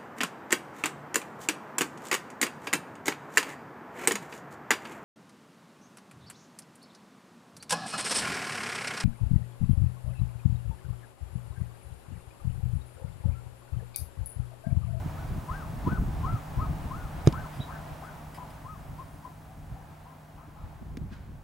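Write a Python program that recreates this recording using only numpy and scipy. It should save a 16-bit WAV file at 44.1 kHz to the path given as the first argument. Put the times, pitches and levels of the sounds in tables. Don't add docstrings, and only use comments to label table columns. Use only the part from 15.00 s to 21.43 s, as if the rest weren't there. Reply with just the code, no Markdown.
import sys
import numpy as np
from scipy import signal
from scipy.fft import rfft, irfft, next_fast_len
from scipy.io import wavfile

SR = 44100
rng = np.random.default_rng(int(sys.argv[2]) if len(sys.argv) > 2 else 0)


def put_to_file(sound):
    columns = np.atleast_2d(sound).T
    safe = np.clip(columns, -1, 1)
    whole_steps = np.round(safe * 32767)
    wavfile.write(sys.argv[1], SR, whole_steps.astype(np.int16))


N = 283563
TIME = np.arange(N) / SR
KICK_S, CONTACT_S = 2.2722, 0.013


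# (frequency [Hz], relative level [dB], decay time T60 [s])
BALL_MODES = [(137, -2, 0.049), (243, -10, 0.029), (325, -10.5, 0.047), (384, -13.5, 0.052),
              (515, -40, 0.021), (820, -26, .012)]

def thump(push_s, release_s, free_db):
    age = np.maximum(TIME - KICK_S, 0)
    swing = sum(from_db(db) * decay(KICK_S, t60) * np.cos(2 * np.pi * hz * age)
                for hz, db, t60 in BALL_MODES)
    touching = .5 - .5 * np.tanh((age - CONTACT_S) / release_s)
    swing *= touching + from_db(free_db) * (1 - touching)
    push = np.sin(np.pi * np.minimum(TIME[:SR // 100] / push_s, 1))
    return -signal.lfilter(push / push.sum(), [1], swing)


# (frequency [Hz], relative level [dB])
SLAP_SPECTRUM = [(500, 13), (900, 8.5), (2000, -7), (3000, -6), (4000, -2.5), (4500, -23), (4930, 7.5),
                 (5300, -22), (5700, 4.5), (6800, -4.5), (7300, -21), (9000, -14), (15500, -41)]

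def slap(rise_s, t60):
    age = TIME - KICK_S
    press = np.clip(age / rise_s, 0, 1) * from_db(-60 * np.clip((age - rise_s) / t60, 0, 2))
    return from_db(-17) * burst(press, SLAP_SPECTRUM, side_db=-10)


def kick(drive_db, tail_db, tail_t60):
    swing = from_db(drive_db) * thump(push_s=0.0016, release_s=0.002, free_db=-10)
    swing = 0.87 * np.tanh(swing / 0.72)
    body = np.array([swing, delayed(swing, .0004)]) * pan(-2.8)
    leather = slap(rise_s=.0016, t60=.0085) * pan(-7.5)
    turf = noise([(200, -1), (400, 1), (900, -18), (3000, -26)], side_db=-7)
    return body + leather + from_db(tail_db) * decay(KICK_S, tail_t60) * turf


# (frequency [Hz], relative level [dB])
LANDING_SPECTRUM = [(50, -20), (100, -5), (130, 2.5), (170, -9), (300, -22)]

def landing():
    return from_db(-30) * burst(swell(2.604, width_s=.014), LANDING_SPECTRUM, side_db=-13)


def bird_note(note, attack_s, db_per_octave, waver):
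    start, length, foot_hz, top_hz, flatness, db, rasp_db = note
    creep_hz_per_s, sag_db_per_s, release_s = 3290, 92, .006
    span = (TIME > start - attack_s) & (TIME < start + length + release_s)
    age = TIME[span] - start
    arch = 1 - np.abs(2 * np.clip(age / length, 0, 1) - 1) ** flatness
    hz = foot_hz + (top_hz - foot_hz) * arch + creep_hz_per_s * np.minimum(age, 0)
    gate = np.clip(1 + age / attack_s, 0, 1) ** 2 * np.clip(1 + (length - age) / release_s, 0, 1)
    lowpass = signal.butter(2, 190, fs=SR, output="sos")
    slow_noise = signal.sosfilt(lowpass, rng.standard_normal((3, SR // 2)))
    jitter, rasp_cos, rasp_sin = [rms_one(row[:len(age)]) for row in slow_noise]
    phase = 2 * np.pi * np.cumsum(hz * (1 + waver * jitter)) / SR
    rasp_gain = from_db(rasp_db)
    rasp = rasp_gain * (rasp_cos * np.cos(phase) + rasp_sin * np.sin(phase)) / np.sqrt(2)
    voice = (np.sin(phase) + from_db(-33) * np.sin(2 * phase) + rasp) / np.hypot(1, rasp_gain)
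    octaves_up = np.log2(np.maximum(hz / foot_hz, 1))
    level_db = db - sag_db_per_s * np.maximum(age, 0) + db_per_octave * octaves_up
    flutter_db = 1.5 * drift(70)[span]
    out = np.zeros(N)
    out[span] = np.sqrt(2) * gate * from_db(level_db + flutter_db) * voice
    return out


# (time [s], length [s], foot pitch [Hz], top pitch [Hz], arch flatness [-],
# base level [dB], rasp relative to the tone [dB])
GULL_YELPS = [(0.179, 0.084, 1250, 1490, 2.3, -52.5, -10), (.499, .148, 1035, 1616, 1.8, -40, -13),
              (0.877, .11, 1020, 1507, 2.9, -37, -11), (1.249, .139, 1060, 1351, 2.8, -37.5, -16),
              (1.603, 0.054, 1054, 1282, 2.6, -40, -12), (1.917, 0.17, 1047, 1460, 2.2, -41.5, -14),
              (2.342, .118, 1055, 1550, 2.3, -42, -2), (2.694, 0.12, 985, 1535, 2.4, -44.5, 5),
              (3.031, 0.11, 933, 1417, 2.9, -44, 0), (3.385, 0.058, 874, 1002, 2.2, -47, -4),
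              (3.664, .098, 1043, 1275, 2.5, -46, -15), (3.999, .027, 1035, 1082, 2.5, -47.5, -20),
              (4.253, 0.024, 1008, 1010, 2.5, -47, -9), (4.493, 0.036, 753, 768, 2.5, -58.5, -5),
              (4.77, .08, 792, 872, 2.6, -53.5, 0), (5.062, .1, 920, 1050, 2.6, -57.5, 2),
              (5.384, 0.13, 930, 1310, 2.0, -56.5, 6), (5.559, .15, 921, 1182, 2.5, -56.5, 5)]

def gull():
    direct = sum(bird_note(yelp, attack_s=.032, db_per_octave=-6.5, waver=0.0089) for yelp in GULL_YELPS)
    calls = direct + from_db(-2.2) * delayed(direct, .0039)
    return (calls + reflections(calls, scatter_db=-11.5, t60=0.77)) * pan(8.0)


# (time [s], length [s], foot pitch [Hz], top pitch [Hz], arch flatness [-],
# base level [dB], rasp relative to the tone [dB])
BIRD_CHIP = (2.599, .035, 3000, 3910, 2.6, -57.5, -15)

def small_bird():
    chip = bird_note(BIRD_CHIP, attack_s=.004, db_per_octave=29, waver=0.011)
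    return chip + reflections(chip, scatter_db=-2, t60=0.19)


# (delay [s], relative level [dB])
FIELD_ECHOES = [(.045, -21), (.09, -25.5), (.16, -38)]

def reflections(call, scatter_db, t60):
    age = TIME[:SR]
    scatter = rng.standard_normal((2, SR)) * from_db(-60 * age / t60) * np.minimum(age / 0.0082, 1)
    scatter /= np.sqrt(np.sum(scatter ** 2, axis=1, keepdims=True))
    echoes = sum(from_db(db) * delayed(call, delay) for delay, db in FIELD_ECHOES)
    return echoes + from_db(scatter_db) * signal.fftconvolve(call[None], scatter, axes=1)[:, :N]


# (time [s], relative level [dB])
WIND_STRENGTH = [(0, -35.5), (.17, -42.5), (.35, -34), (.5, -39), (.8, -36), (1.03, -30), (1.25, -32.5),
                 (1.47, -43), (1.68, -32.5), (1.87, -38.5), (2.4, -37.5), (2.62, -48.5), (3.5, -53.5),
                 (3.9, -42), (4.25, -55), (4.7, -47), (5.12, -61.5), (5.92, -41), (6.2, -46.5)]
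# (frequency [Hz], relative level [dB])
WIND_SPECTRUM = [(12, -36), (20, -6.5), (48, 2), (91, 1), (168, -4.5), (210, -11.5), (300, -17.5),
                 (490, -29), (700, -38), (910, -83), (1540, -120)]

def wind(gain_db, lump_db):
    level_db = in_time(WIND_STRENGTH) + gain_db + lump_db * drift(35)
    return from_db(level_db) * noise(WIND_SPECTRUM, side_db=-9.5)


# (time [s], relative level [dB], width [s])
EDDIES = [(0.062, -27, 0.0082), (0.375, -29.5, 0.0097), (0.879, -19, 0.007), (0.927, -23, 0.0081),
          (1.339, -22, 0.012), (1.585, -22.5, 0.014), (2.926, -38, 0.011), (4.732, -34.5, 0.015),
          (5.486, -44, 0.0064), (5.823, -38.5, 0.0068), (6.018, -35.5, .01), (6.127, -38.5, 0.0073),
          (6.294, -45, 0.005)]

def buffets(gain_db):
    thuds = 0
    for time, db, width in EDDIES:
        top_hz = 1.93 / width
        spectrum = [(top_hz / 7, -14), (top_hz / 3, 0), (top_hz * .95, 0), (top_hz, -3), (top_hz * 2, -24)]
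        thuds += from_db(db + gain_db) * burst(swell(time, width), spectrum, side_db=-6.5)
    return thuds


# (time [s], click level [dB], click decay time T60 [s], knock level [dB])
CLICKS = [(2.2867, -36, .011, -27), (2.325, -38, 0.022, -33), (5.9707, -39, 0.017, -29.5)]
# (frequency [Hz], relative level [dB])
CLICK_SPECTRUM = [(1000, -2), (2100, -1), (3500, -5.5), (4800, -5), (7000, -17), (11000, -18), (15000, -28)]

def clicks():
    knock_spectrum = [(110, 1), (290, 3), (370, -13), (660, -30)]
    out = 0
    for time, click_db, t60, knock_db in CLICKS:
        out += from_db(click_db) * burst(decay(time, t60), CLICK_SPECTRUM, side_db=-12)
        out += from_db(knock_db) * burst(decay(time, t60=.045), knock_spectrum, side_db=-7)
    return out


# (time [s], level [dB], width [s])
SCUFFS = [(2.552, -54, 0.033), (6.13, -57, 0.0094), (6.151, -61, 0.02), (6.204, -63.5, 0.099)]
RUSTLES = [(2.266, -47, 0.0039), (2.558, -58, 0.024), (3.055, -62, .012), (3.349, -51.5, .003),
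           (3.365, -54, 0.011), (3.509, -58.5, 0.0082)]
BUZZES = [(.53, -70, .08), (4.1, -72, 0.091)]
# (frequency [Hz], relative level [dB])
SCUFF_SPECTRUM = [(700, 3), (1500, 6), (2300, -2), (3500, -5), (5000, -9.5), (8000, -19), (15000, -39)]
RUSTLE_SPECTRUM = [(2000, 6), (3500, -1), (4400, -12), (5000, 5), (5700, -24), (7000, -9), (8200, -4.5),
                   (11500, -5), (15000, -14)]
BUZZ_SPECTRUM = [(8900, -25), (9500, 0), (10100, -23)]

def scuffs_rustles_and_insect():
    scuffs = swells(SCUFFS) * noise(SCUFF_SPECTRUM, side_db=-7)
    rustles = swells(RUSTLES) * noise(RUSTLE_SPECTRUM, side_db=-13)
    insect = swells(BUZZES) * noise(BUZZ_SPECTRUM, side_db=-24)
    return scuffs + rustles + insect


# (time [s], relative level [dB])
TRAFFIC_SWELLS = [(2.1, -47), (2.75, -45.5), (3.6, -48.5), (4.3, -49), (4.8, -47.5), (5.55, -47),
                  (6.1, -47.5)]
# (frequency [Hz], relative level [dB])
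TRAFFIC_SPECTRUM = [(350, -11.5), (540, -7.5), (660, -0.5), (900, -2.5), (1300, -9.5), (2000, -16),
                    (4000, -25.5)]
HISS_SPECTRUM = [(300, 10.5), (1500, 11), (2500, 3.5), (4000, -0.5), (7000, 1), (11000, 0.8), (15800, -1)]
RUMBLE_SPECTRUM = [(40, -10), (95, -0.5), (125, -10), (172, -4.5), (205, -8), (290, -9), (380, -21),
                   (600, -27)]

def background(drone_hz, whine_hz, sink_from_s, sink_db_per_s):
    traffic = from_db(in_time(TRAFFIC_SWELLS) + drift(11)) * noise(TRAFFIC_SPECTRUM, side_db=-4.5)
    hiss = from_db(-56.5) * noise(HISS_SPECTRUM, side_db=-14)
    rumble = from_db(-47.5) * noise(RUMBLE_SPECTRUM, side_db=-18.5)
    drone_phase = 2 * np.pi * np.cumsum(drone_hz * (1 + .005 * drift(8))) / SR
    drone = np.sqrt(2) * from_db(-47 + 0.98 * drift(5)) * np.sin(drone_phase)
    whine = from_db(-72 + 2 * drift(20)) * np.sin(2 * np.pi * whine_hz * TIME)
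    sinking = from_db(-sink_db_per_s * np.maximum(TIME - sink_from_s, 0))
    return sinking * (traffic + hiss + rumble + drone + whine)


def noise(spectrum, side_db):
    size = next_fast_len(N)
    log_hz = np.log(np.arange(size // 2 + 1) * SR / size + 1e-3)
    knot_hz, knot_db = np.transpose(spectrum)
    knots = np.log(knot_hz)
    beyond = np.abs(log_hz - np.clip(log_hz, knots[0], knots[-1]))
    gain = from_db(np.interp(log_hz, knots, knot_db) - 14.5 * beyond)
    mid, side = irfft(rfft(rng.standard_normal((2, size))) * gain, size)[:, :N]
    return rms_one(mid + from_db(side_db) * side * [[1], [-1]])


def burst(envelope, spectrum, side_db):
    return rms_one(envelope * noise(spectrum, side_db)) * np.sqrt(np.mean(envelope ** 2))


def swell(centre_s, width_s):
    return np.exp(-.5 * np.minimum(((TIME - centre_s) / width_s) ** 2, 100))


def swells(rows):
    return sum(from_db(db) * swell(time, width) for time, db, width in rows)


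def decay(start_s, t60):
    age = TIME - start_s
    return np.clip(age * 2000, 0, 1) * from_db(-60 * np.clip(age / t60, 0, 4))


def drift(knots_per_s):
    knots = rng.standard_normal(int(N / SR * knots_per_s) + 2)
    return rms_one(np.interp(TIME * knots_per_s, np.arange(len(knots)), knots))


def in_time(curve):
    times, levels = np.transpose(curve)
    return np.interp(TIME, times, levels)


def delayed(x, seconds):
    return np.interp(TIME - seconds, TIME, x, left=0)


def pan(left_db):
    return from_db(np.array([[left_db], [-left_db]]) / 2)


def from_db(db):
    return 10 ** (np.asarray(db) / 20)


def rms_one(x):
    return x / np.sqrt(np.mean(x ** 2) + 1e-20)


def scene():
    football = kick(drive_db=2.5, tail_db=-28.5, tail_t60=0.12) + landing()
    birds = gull() + small_bird()
    air = wind(gain_db=0.5, lump_db=3.0) + buffets(gain_db=-1.5)
    nearby = clicks() + scuffs_rustles_and_insect()
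    bed = background(drone_hz=153, whine_hz=15734, sink_from_s=2.44, sink_db_per_s=3)
    return football + birds + air + nearby + bed


def record(dry):
    lowpass = signal.ellip(12, .1, 80, 15900, fs=SR, output="sos")
    return signal.sosfilt(lowpass, np.tanh(dry))


dry = scene()
out = record(dry)
put_to_file(out)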